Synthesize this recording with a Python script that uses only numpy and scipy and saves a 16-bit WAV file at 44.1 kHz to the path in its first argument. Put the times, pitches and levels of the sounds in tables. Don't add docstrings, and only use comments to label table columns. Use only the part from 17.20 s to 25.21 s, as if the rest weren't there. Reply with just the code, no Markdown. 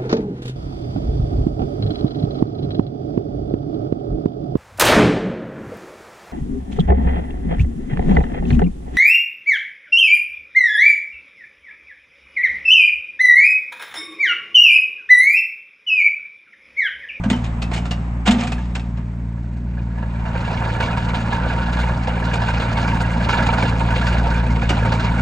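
import sys
import numpy as np
from scipy import signal
from scipy.fft import rfft, irfft, next_fast_len
from scipy.io import wavfile
from scipy.ndimage import uniform_filter1d

SR = 44100
rng = np.random.default_rng(int(sys.argv[2]) if len(sys.argv) > 2 else 0)


def store_pcm(level_fs):
    pcm = np.round(np.clip(level_fs, -1, 1) * 32767).astype(np.int16)
    wavfile.write(sys.argv[1], SR, np.atleast_2d(pcm).T)


N = 353241
TIME = np.arange(N) / SR
FREQ = np.maximum(np.arange(N + 1) * SR / (2 * N), 1)

# [t/s, f/Hz]
FIRING_RATE = [(0, 57.13), (1.02, 58.4), (1.22, 56.23), (1.42, 59.54), (1.75, 57.5), (2.25, 57.68),
               (2.45, 59.5), (2.7, 57.4), (3.3, 56.78), (4.3, 57.48), (4.6, 59.46), (5.35, 56.72),
               (6.25, 57.9), (6.62, 56.98), (6.88, 58.9), (7.1, 57.64), (7.57, 56.02), (8, 57.35)]
# [t/s, firing tone level/dB, octave level/dB]
DRONE_LEVELS = [(0, -27, -26.5), (0.55, -23.5, -27.5), (1.08, -23.5, -31), (1.23, -30, -28),
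                (1.38, -22.5, -31), (2.0, -28, -28.5), (2.8, -24, -30.5), (3.28, -26, -25),
                (3.55, -26.5, -25.5), (4.15, -26, -25), (4.6, -21, -29), (5.15, -24.5, -25.0),
                (5.75, -23.5, -23), (6.3, -23.5, -24), (6.7, -22, -23.5), (6.95, -20, -27.5),
                (7.4, -19, -23.5), (7.6, -22.5, -20.5), (8, -21.5, -22.5)]
# [multiple of the four-stroke cycle, level/dB]
EXHAUST_ORDERS = [(2, -24), (3, 3), (4, -22), (5, -21), (6, 3), (7, -18), (8, -12.5), (9, -1.8), (10, -19),
                  (11, -14.5), (12, -9), (14, -18), (15, -23)]
# [f/Hz, relative level/dB]
BLOCK_SPECTRUM = [(100, 8.5), (250, 13.5), (370, -0.5), (600, 6.5), (1000, -16.5), (2000, -5), (3000, -18),
                  (5000, -23.5), (8300, -24), (9300, -62)]
# [f/Hz, relative level/dB]
RUMBLE_SPECTRUM = [(12, -22.5), (30, -10), (70, 1.5), (140, -3), (235, -1), (300, -12), (420, -17),
                   (900, -81)]

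# [t/s, relative level/dB]
TRACK_EFFORT = [(0, -75), (2.4, -50.5), (2.8, -45), (3.1, -36), (3.19, -29.5), (3.6, -27), (3.85, -29),
                (4.4, -28), (4.68, -27.5), (4.83, -34), (4.95, -30.5), (5.05, -27.5), (5.95, -26.5),
                (6.25, -24.5), (6.6, -27), (7.1, -26.5), (7.37, -29), (7.65, -26), (8, -26.5)]
# [t/s, f/Hz]
LINK_RATE = [(2.5, 15.19), (3.43, 17.06), (3.9, 17.82), (4.74, 16.85), (5.38, 17.51), (5.66, 17.07),
             (6.32, 20.11), (6.86, 17.23), (7.25, 15.14), (8.0, 13.77)]
# [t/s, relative level/dB, brightness/dB]
TRACK_JOLTS = [(2.57, -31.5, -9.5), (2.775, -33, -8), (2.823, -28.5, -13), (3.052, -23.5, -5),
               (3.078, -28, -5), (3.147, -24, -5), (3.303, -26.5, -11), (3.44, -25.5, -5),
               (3.602, -17.5, 3), (3.622, -21, 1), (3.675, -22, -2.5), (3.768, -22, 3.5), (3.883, -26, 0.5),
               (3.943, -22.5, 6.5), (4.123, -15.5, -2.5), (4.297, -18, -5), (4.374, -20, -7.5),
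               (4.586, -18.5, 0), (4.685, -23, -2.5), (4.871, -19, 0), (5.133, -18, 3.5),
               (5.217, -15.5, -4.5), (5.282, -16.5, 1.5), (5.335, -22, 3.5), (5.395, -19.5, 0.5),
               (5.417, -18, -1), (5.512, -21, 2), (5.569, -20.5, 5), (5.625, -22, 3), (5.676, -19, 3),
               (5.741, -21, 2.5), (5.801, -19.5, 4), (6.088, -13.5, 2.5), (6.126, -16.5, 0.5),
               (6.17, -16, 0), (6.187, -16, -4.5), (6.222, -19.5, 4), (6.262, -20, 7), (6.285, -17.5, -1.5),
               (6.323, -15.5, -3.5), (6.381, -16.5, -1), (6.422, -15.5, 0), (6.445, -19.5, -4.5),
               (6.491, -24, 4), (6.604, -20.5, -4.5), (6.705, -19.5, 0), (6.759, -20, 3.5),
               (6.811, -20.5, 2), (6.866, -18.5, 5), (6.924, -21.5, 5), (7.416, -21.5, 2),
               (7.569, -18, -8.5), (7.647, -17.5, -1.5), (7.719, -17, 3.5), (7.795, -23, 6.5),
               (7.838, -19.5, 2)]
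# [f/Hz, width/Hz, height/dB]
FRAME_MODES = [(508, 48, 8.5), (716, 90, 1), (928, 60, 9), (1400, 130, 6), (1520, 90, 4.5), (1672, 40, 6.5),
               (2330, 280, 3.5), (2790, 150, 6), (6790, 130, 9)]
# [f/Hz, relative level/dB]
FRAME_SPECTRUM = [(120, -9.5), (250, -4.5), (400, -2), (600, 1), (1000, 3), (1180, -2), (1600, -7.5),
                  (1850, -6.5), (2500, -8.5), (3200, -11.5), (4400, -15.5), (5800, -25), (8800, -32),
                  (11000, -38), (11500, -37)]
RATTLE_BANDS = [400, 700, 1000, 1500, 2300, 3600, 5500, 8000]
LINK_DB, LINK_SCATTER_DB, BRIGHT_SCATTER_DB = .5, 1, 1.5
LINK_JITTER_S, JOLT_CLEAR_S = .002, .05

# [t/s, relative level/dB, brightness/dB, rise/s, strongest ring f/Hz]
BUCKET_CLANKS = [(.035, -25.5, -3, 0.0027, 1592), (.099, -24.5, 9.5, 0.0012, 2040),
                 (.126, -24, -12, 0.0057, 2980), (.159, -35.5, 1, 0.0022, 1275),
                 (.238, -32, 2, 0.0057, 1122), (.26, -42.5, 7, 0.0017, 2400), (.416, -27, 4, 0.008, 2617),
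                 (.511, -26, -5.5, .005, 1090), (.528, -32, 9.5, 0.017, 2460), (.559, -28, 4, .004, 2350),
                 (0.575, -29.5, 1, 0.0019, 2940), (.652, -30.5, 0.5, 0.0038, 1346),
                 (.707, -26.5, 5, 0.0062, 2760), (1.052, -21, 2, 0.016, 1430),
                 (1.071, -13, 0.5, 0.0066, 698), (1.107, -26, 13, 0.0034, 1830),
                 (1.135, -23, -9, 0.0083, 726), (1.17, -27, -3.5, .025, 902), (1.203, -29, 5, 0.0063, 2360),
                 (1.226, -23, -2, 0.009, 710), (1.269, -30, 6, .003, 2420), (1.318, -27.5, 4, 0.002, 2534),
                 (1.379, -35, -4, .003, 1720), (1.549, -29, 7.5, 0.0055, 1545),
                 (1.593, -38, 3, 0.0018, 2540), (1.768, -36.5, -6, 0.0072, 1098),
                 (7.49, -19, 2.5, .004, 2796), (7.499, -16.5, -16, 0.0063, 535),
                 (7.514, -34, -13, 0.0036, 1480)]
# [multiple of its strongest ring, relative level/dB]
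PLATE_MODES = [(1, 1), (1.75, -13.5), (2.021, -15.5), (3.68, -18)]
# [f/Hz, width/Hz, height/dB]
BUCKET_MODES = [(527, 9.6, 7), (738, 164, 8.5), (902, 52, 10), (1190, 44, 6), (2800, 420, 2), (3740, 55, 4),
                (5260, 100, 7.5), (6500, 230, 3.5), (7400, 260, 1.5)]
# [f/Hz, relative level/dB]
BUCKET_SPECTRUM = [(120, 3.5), (300, 6), (800, 0), (1500, 0.5), (2500, 0), (3500, -3), (5500, -13.5),
                   (7500, -12), (11000, -29), (11600, -32.5)]
CLANK_T60_S, SEATING_S = 0.16, 0.0014
RING_DB = -7.5

# [t/s, level/dB, push/s, share of the free ring time]
ARM_BLOWS = [(.058, -13, 0.0061, 0.61), (.111, -11.5, 0.0058, 0.46), (1.073, -3.5, 0.017, 0.78),
             (1.158, -15, 0.02, 0.84)]
# [f/Hz, relative level/dB, t60/s]
ARM_MODES = [(209.4, 10.5, 0.16), (221.7, -12, 0.72), (243, -6, 1)]

# [t/s, level/dB]
RUSH_LEVEL = [(0, -36.5), (.6, -36.5), (.95, -37.5), (1.4, -42), (1.9, -45), (2.4, -51), (3, -36.5),
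              (3.8, -33.5), (5, -32), (6.2, -32), (8, -35.5)]
# [f/Hz, relative level/dB]
ROAD_SPECTRUM = [(100, 16), (400, -1.5), (700, 6.5), (950, 7.5), (1400, -0.5), (2400, -7.5), (3300, -20),
                 (5000, -32), (8300, -22.5), (9300, -64.5)]

# [f/Hz, left minus right level/dB, left lead/rad]
PORT_DIFFERENCE = [(300, 0, 0), (550, -1.5, 0), (720, -12, 0), (820, -5, 1.2), (1100, -1, .9),
                   (1350, -4, .1), (1750, -6, .2), (1900, 0, 1.6), (2200, -4, .2), (2600, -1, 2),
                   (3400, 5, 2.2), (4400, 0, .3), (6500, 0, 0)]
FLIP_HZ, FLIP_RAD = (8000, 9200), 2.6
TOP_HZ = 12400


def engine():
    firings = np.cumsum(curve(FIRING_RATE) * (1 + 0.0063 * walk(40))) / SR
    cycle_phase = 2 * np.pi * firings / 3
    levels = np.array(DRONE_LEVELS)
    tone_db, octave_db = curve(levels[:, :2]), curve(levels[:, ::2])
    drone_db = (tone_db + octave_db) / 2
    exhaust = 0
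    for order, db in EXHAUST_ORDERS:
        if order % 3:
            waver_db, lag = 2.5, rng.uniform(0, 2 * np.pi)
        else:
            waver_db, lag = .8, 0
        level_db = {3: tone_db, 6: octave_db}.get(order, drone_db)
        gain = undb(level_db + db + waver_db * walk(8.1))
        exhaust = exhaust + gain * np.sin(order * cycle_phase + lag)
    exhaust = exhaust * undb(.55 * walk(57))
    knock = unit(2.1 + np.exp(-(firings % 1) / 0.16)) * undb(2.0 * walk(57))
    block = shape(pair(side_db=-4.5) * knock, colour(BLOCK_SPECTRUM))
    shudder = shape(pair(side_db=2.5), colour(RUMBLE_SPECTRUM))
    return exhaust + undb(drone_db) * (undb(-18.0) * block + undb(-7.5) * shudder)


def tracks(rise=0.0081, body_t60=0.12, edge_t60=0.15, knock_db=-5.0, edge_db=-1.0,
           grind_db=-2.5, grit_db=1.4, rumble_db=-2.0, ring_db=-9, ring_t60=0.14):
    effort = undb(curve(TRACK_EFFORT))
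    body = (effort * undb(grind_db + 1.57 * walk(90))) ** 2
    edge = (effort * undb(grind_db + grit_db + 2.6 * walk(110))) ** 2
    rings = np.zeros(N)
    for s, db, bright_db in TRACK_JOLTS + link_knocks():
        start, low = blow(s - rise / 3, rise, body_t60)
        add(body, start, (undb(db + knock_db) * low) ** 2)
        start, high = blow(s - rise / 3, rise, edge_t60)
        add(edge, start, (undb(db + bright_db + edge_db) * high) ** 2)
        start, fade = blow(s, 0.0044, ring_t60)
        for mode in rng.choice(6, 2, replace=False, p=[.1, .08, .27, .15, .2, .2]):
            hz, width, _ = FRAME_MODES[mode]
            tone = ring(hz, width / hz, count=2) / np.sqrt(2)
            add(rings, start, undb(db + ring_db) * fade * tone)
    steel = causal(unit(colour(FRAME_SPECTRUM, FRAME_MODES) * plates(ripple_db=3.5)))
    clatter = chatter(body, edge, steel, grain_db=1.5, flicker_db=2.5, side_db=-8.0, split_hz=2460)
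    rumble = shape(pair(side_db=-7.0) * effort * undb(walk(15)), colour(RUMBLE_SPECTRUM))
    taps = pin_taps(np.sqrt(body))
    return at_ports(clatter + rings + taps, amount=0.89) + undb(rumble_db) * rumble


def link_knocks():
    passed = np.cumsum(curve(LINK_RATE)) / SR
    at = np.flatnonzero(np.diff(np.floor(passed)))
    late, hard, bright = rng.standard_normal((len(at), 3)).T
    effort_db = curve(TRACK_EFFORT)
    db = effort_db[at] + LINK_DB + LINK_SCATTER_DB * hard
    bright_db = effort_db[at] - effort_db.max() + BRIGHT_SCATTER_DB * bright
    distance = np.abs(TIME[at, None] - np.array(TRACK_JOLTS)[:, 0]).min(axis=1)
    knocks = np.column_stack([TIME[at] + LINK_JITTER_S * late, db, bright_db])
    return list(knocks[distance > JOLT_CLEAR_S])


def pin_taps(shaking, tap_t60=0.058, scatter_db=1.5, count=1700):
    age, out = TIME[:SR // 8], np.zeros(N)
    starts = rng.integers(0, N, count)
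    modes = rng.choice(7, count, p=[.06, .08, .32, .15, .15, .16, .08])
    for start, mode, (detune, size) in zip(starts, modes, rng.standard_normal((count, 2))):
        hz, width, _ = FRAME_MODES[mode]
        tone = np.sin(2 * np.pi * (hz + detune * width / 2) * age)
        tap = tone * np.exp(-np.log(1000) * age / tap_t60)
        add(out, start, shaking[start] * undb(scatter_db * size) * tap)
    return out


def bucket(edge_share=0.57, yard_db=-17, yard_t60=1.0):
    body, edge, rings = np.zeros((3, N))
    for s, db, bright_db, rise, ring_hz in BUCKET_CLANKS:
        rise = rise + SEATING_S
        start, low = blow(s, rise, CLANK_T60_S)
        add(body, start, (undb(db) * low) ** 2)
        for multiple, mode_db in PLATE_MODES:
            ring_db = db + RING_DB + mode_db + bright_db * (multiple > 1) * 0.24
            tone = ring(ring_hz * multiple, spread=0.05, count=6)
            add(rings, start, undb(ring_db) * low * tone)
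        start, high = blow(s, rise, CLANK_T60_S * edge_share)
        add(edge, start, (undb(db + bright_db) * high) ** 2)
        start, echo = blow(s, 0.059, yard_t60)
        add(body, start, (undb(db + yard_db) * echo) ** 2)
        add(edge, start, (undb(db + yard_db - 4.5) * echo) ** 2)
    steel = causal(colour(BUCKET_SPECTRUM, BUCKET_MODES))
    clanks = chatter(body, edge, steel, grain_db=1.0, flicker_db=1.5, side_db=-4.5, split_hz=1900)
    return at_ports(clanks + rings, amount=0.66)


def arm():
    age = TIME[:SR]
    out = np.zeros(N)
    for s, db, push, free in ARM_BLOWS:
        modes = 0
        for hz, mode_db, t60 in ARM_MODES:
            decay = undb(mode_db - 60 * age / (t60 * free))
            modes = modes + decay * np.sin(2 * np.pi * hz * age)
        onset = 1 - np.exp(-(age / push) ** 2)
        add(out, int(s * SR), undb(db) * modes * onset)
    return out


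def traffic():
    level = undb(curve(RUSH_LEVEL) + 0.5 * walk(5.8))
    return shape(pair(side_db=4.5) * level, colour(ROAD_SPECTRUM))


def chatter(body, edge, gain, grain_db, flicker_db, side_db, split_hz):
    impacts = pair(side_db) * unit(undb(grain_db * walk(700)))
    out = 0
    for hz, band in zip(RATTLE_BANDS, np.eye(len(RATTLE_BANDS))):
        high = 1 / (1 + (split_hz / hz) ** 4)
        flicker = unit(undb(flicker_db * walk(70)))
        level = np.sqrt(body * (1 - high) + edge * high) * flicker
        band_gain = np.interp(np.log(FREQ), np.log(RATTLE_BANDS), band)
        out = out + shape(impacts * level, gain * band_gain)
    return out


def ring(hz, spread, count=4):
    detune, phase = rng.uniform(-0.99, 1, (2, count, 1))
    tones = np.sin(2 * np.pi * hz * (1 + spread * detune) * TIME[:SR // 2] + np.pi * phase)
    return tones.sum(0) * np.sqrt(2 / count)


def plates(ripple_db, spacing_hz=24):
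    hz = np.arange(0, SR / 2, spacing_hz)
    ripple = np.interp(FREQ, hz, rng.uniform(-1.3, 1, len(hz)))
    return unit(undb(ripple_db * ripple))


def blow(start, rise, t60):
    age = TIME[:SR // 2]
    rise = max(rise, 1e-4)
    decay = np.exp(-np.log(1000) * np.maximum(age - rise, 0) / t60)
    return int(start * SR), np.minimum(age / rise, 1) * decay


def at_ports(x, amount):
    hz, db, lead = np.transpose(PORT_DIFFERENCE)
    db = amount * np.interp(np.log(FREQ), np.log(hz), db)
    lead = amount * np.interp(np.log(FREQ), np.log(hz), lead)
    lead = lead - np.interp(FREQ, FLIP_HZ, (0, FLIP_RAD))
    tilt = undb(db / 2) * np.exp(.5j * lead)
    return np.array([shape(x[0], tilt), shape(x[1], 1 / tilt)])


def pair(side_db, wide_hz=1200, narrow_hz=6500):
    mid, side = rng.standard_normal((2, N))
    width = FREQ / (FREQ + wide_hz) / (1 + (FREQ / narrow_hz) ** 4)
    side = undb(side_db) * shape(side, width)
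    return mid + np.array([side, -side])


def colour(points, modes=()):
    hz, db = np.transpose(points)
    db = np.interp(np.log(FREQ), np.log(hz), db)
    for centre, width, height in modes:
        db = db + height / (1 + (2 * (FREQ - centre) / width) ** 2)
    return unit(undb(db))


def causal(gain):
    cepstrum = irfft(np.log(gain))
    folded = np.r_[cepstrum[0], 2 * cepstrum[1:N], np.zeros(N)]
    return np.exp(rfft(folded))


def shape(x, gain):
    size = next_fast_len(N + 8192, True)
    gain = np.interp(np.arange(size // 2 + 1) * SR / size, FREQ, gain)
    return irfft(rfft(x, size) * gain, size)[..., :N]


def walk(rate):
    hold = max(int(SR / rate), 1)
    steps = np.repeat(rng.standard_normal(N // hold + 1), hold)[:N]
    return unit(uniform_filter1d(steps, hold))


def curve(rows):
    return np.interp(TIME, *np.transpose(rows))


def add(track, start, sound):
    start = max(start, 0)
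    track[start:start + len(sound)] += sound[:max(N - start, 0)]


def undb(db):
    return 10 ** (np.asarray(db) / 20)


def unit(x):
    return x / np.sqrt(np.mean(x ** 2))


def scene():
    return engine() + tracks() + bucket() + arm() + traffic()


def record(dry):
    return signal.sosfilt(signal.ellip(8, .2, 80, TOP_HZ, fs=SR, output="sos"), dry)


dry = scene()
out = record(dry)
store_pcm(out)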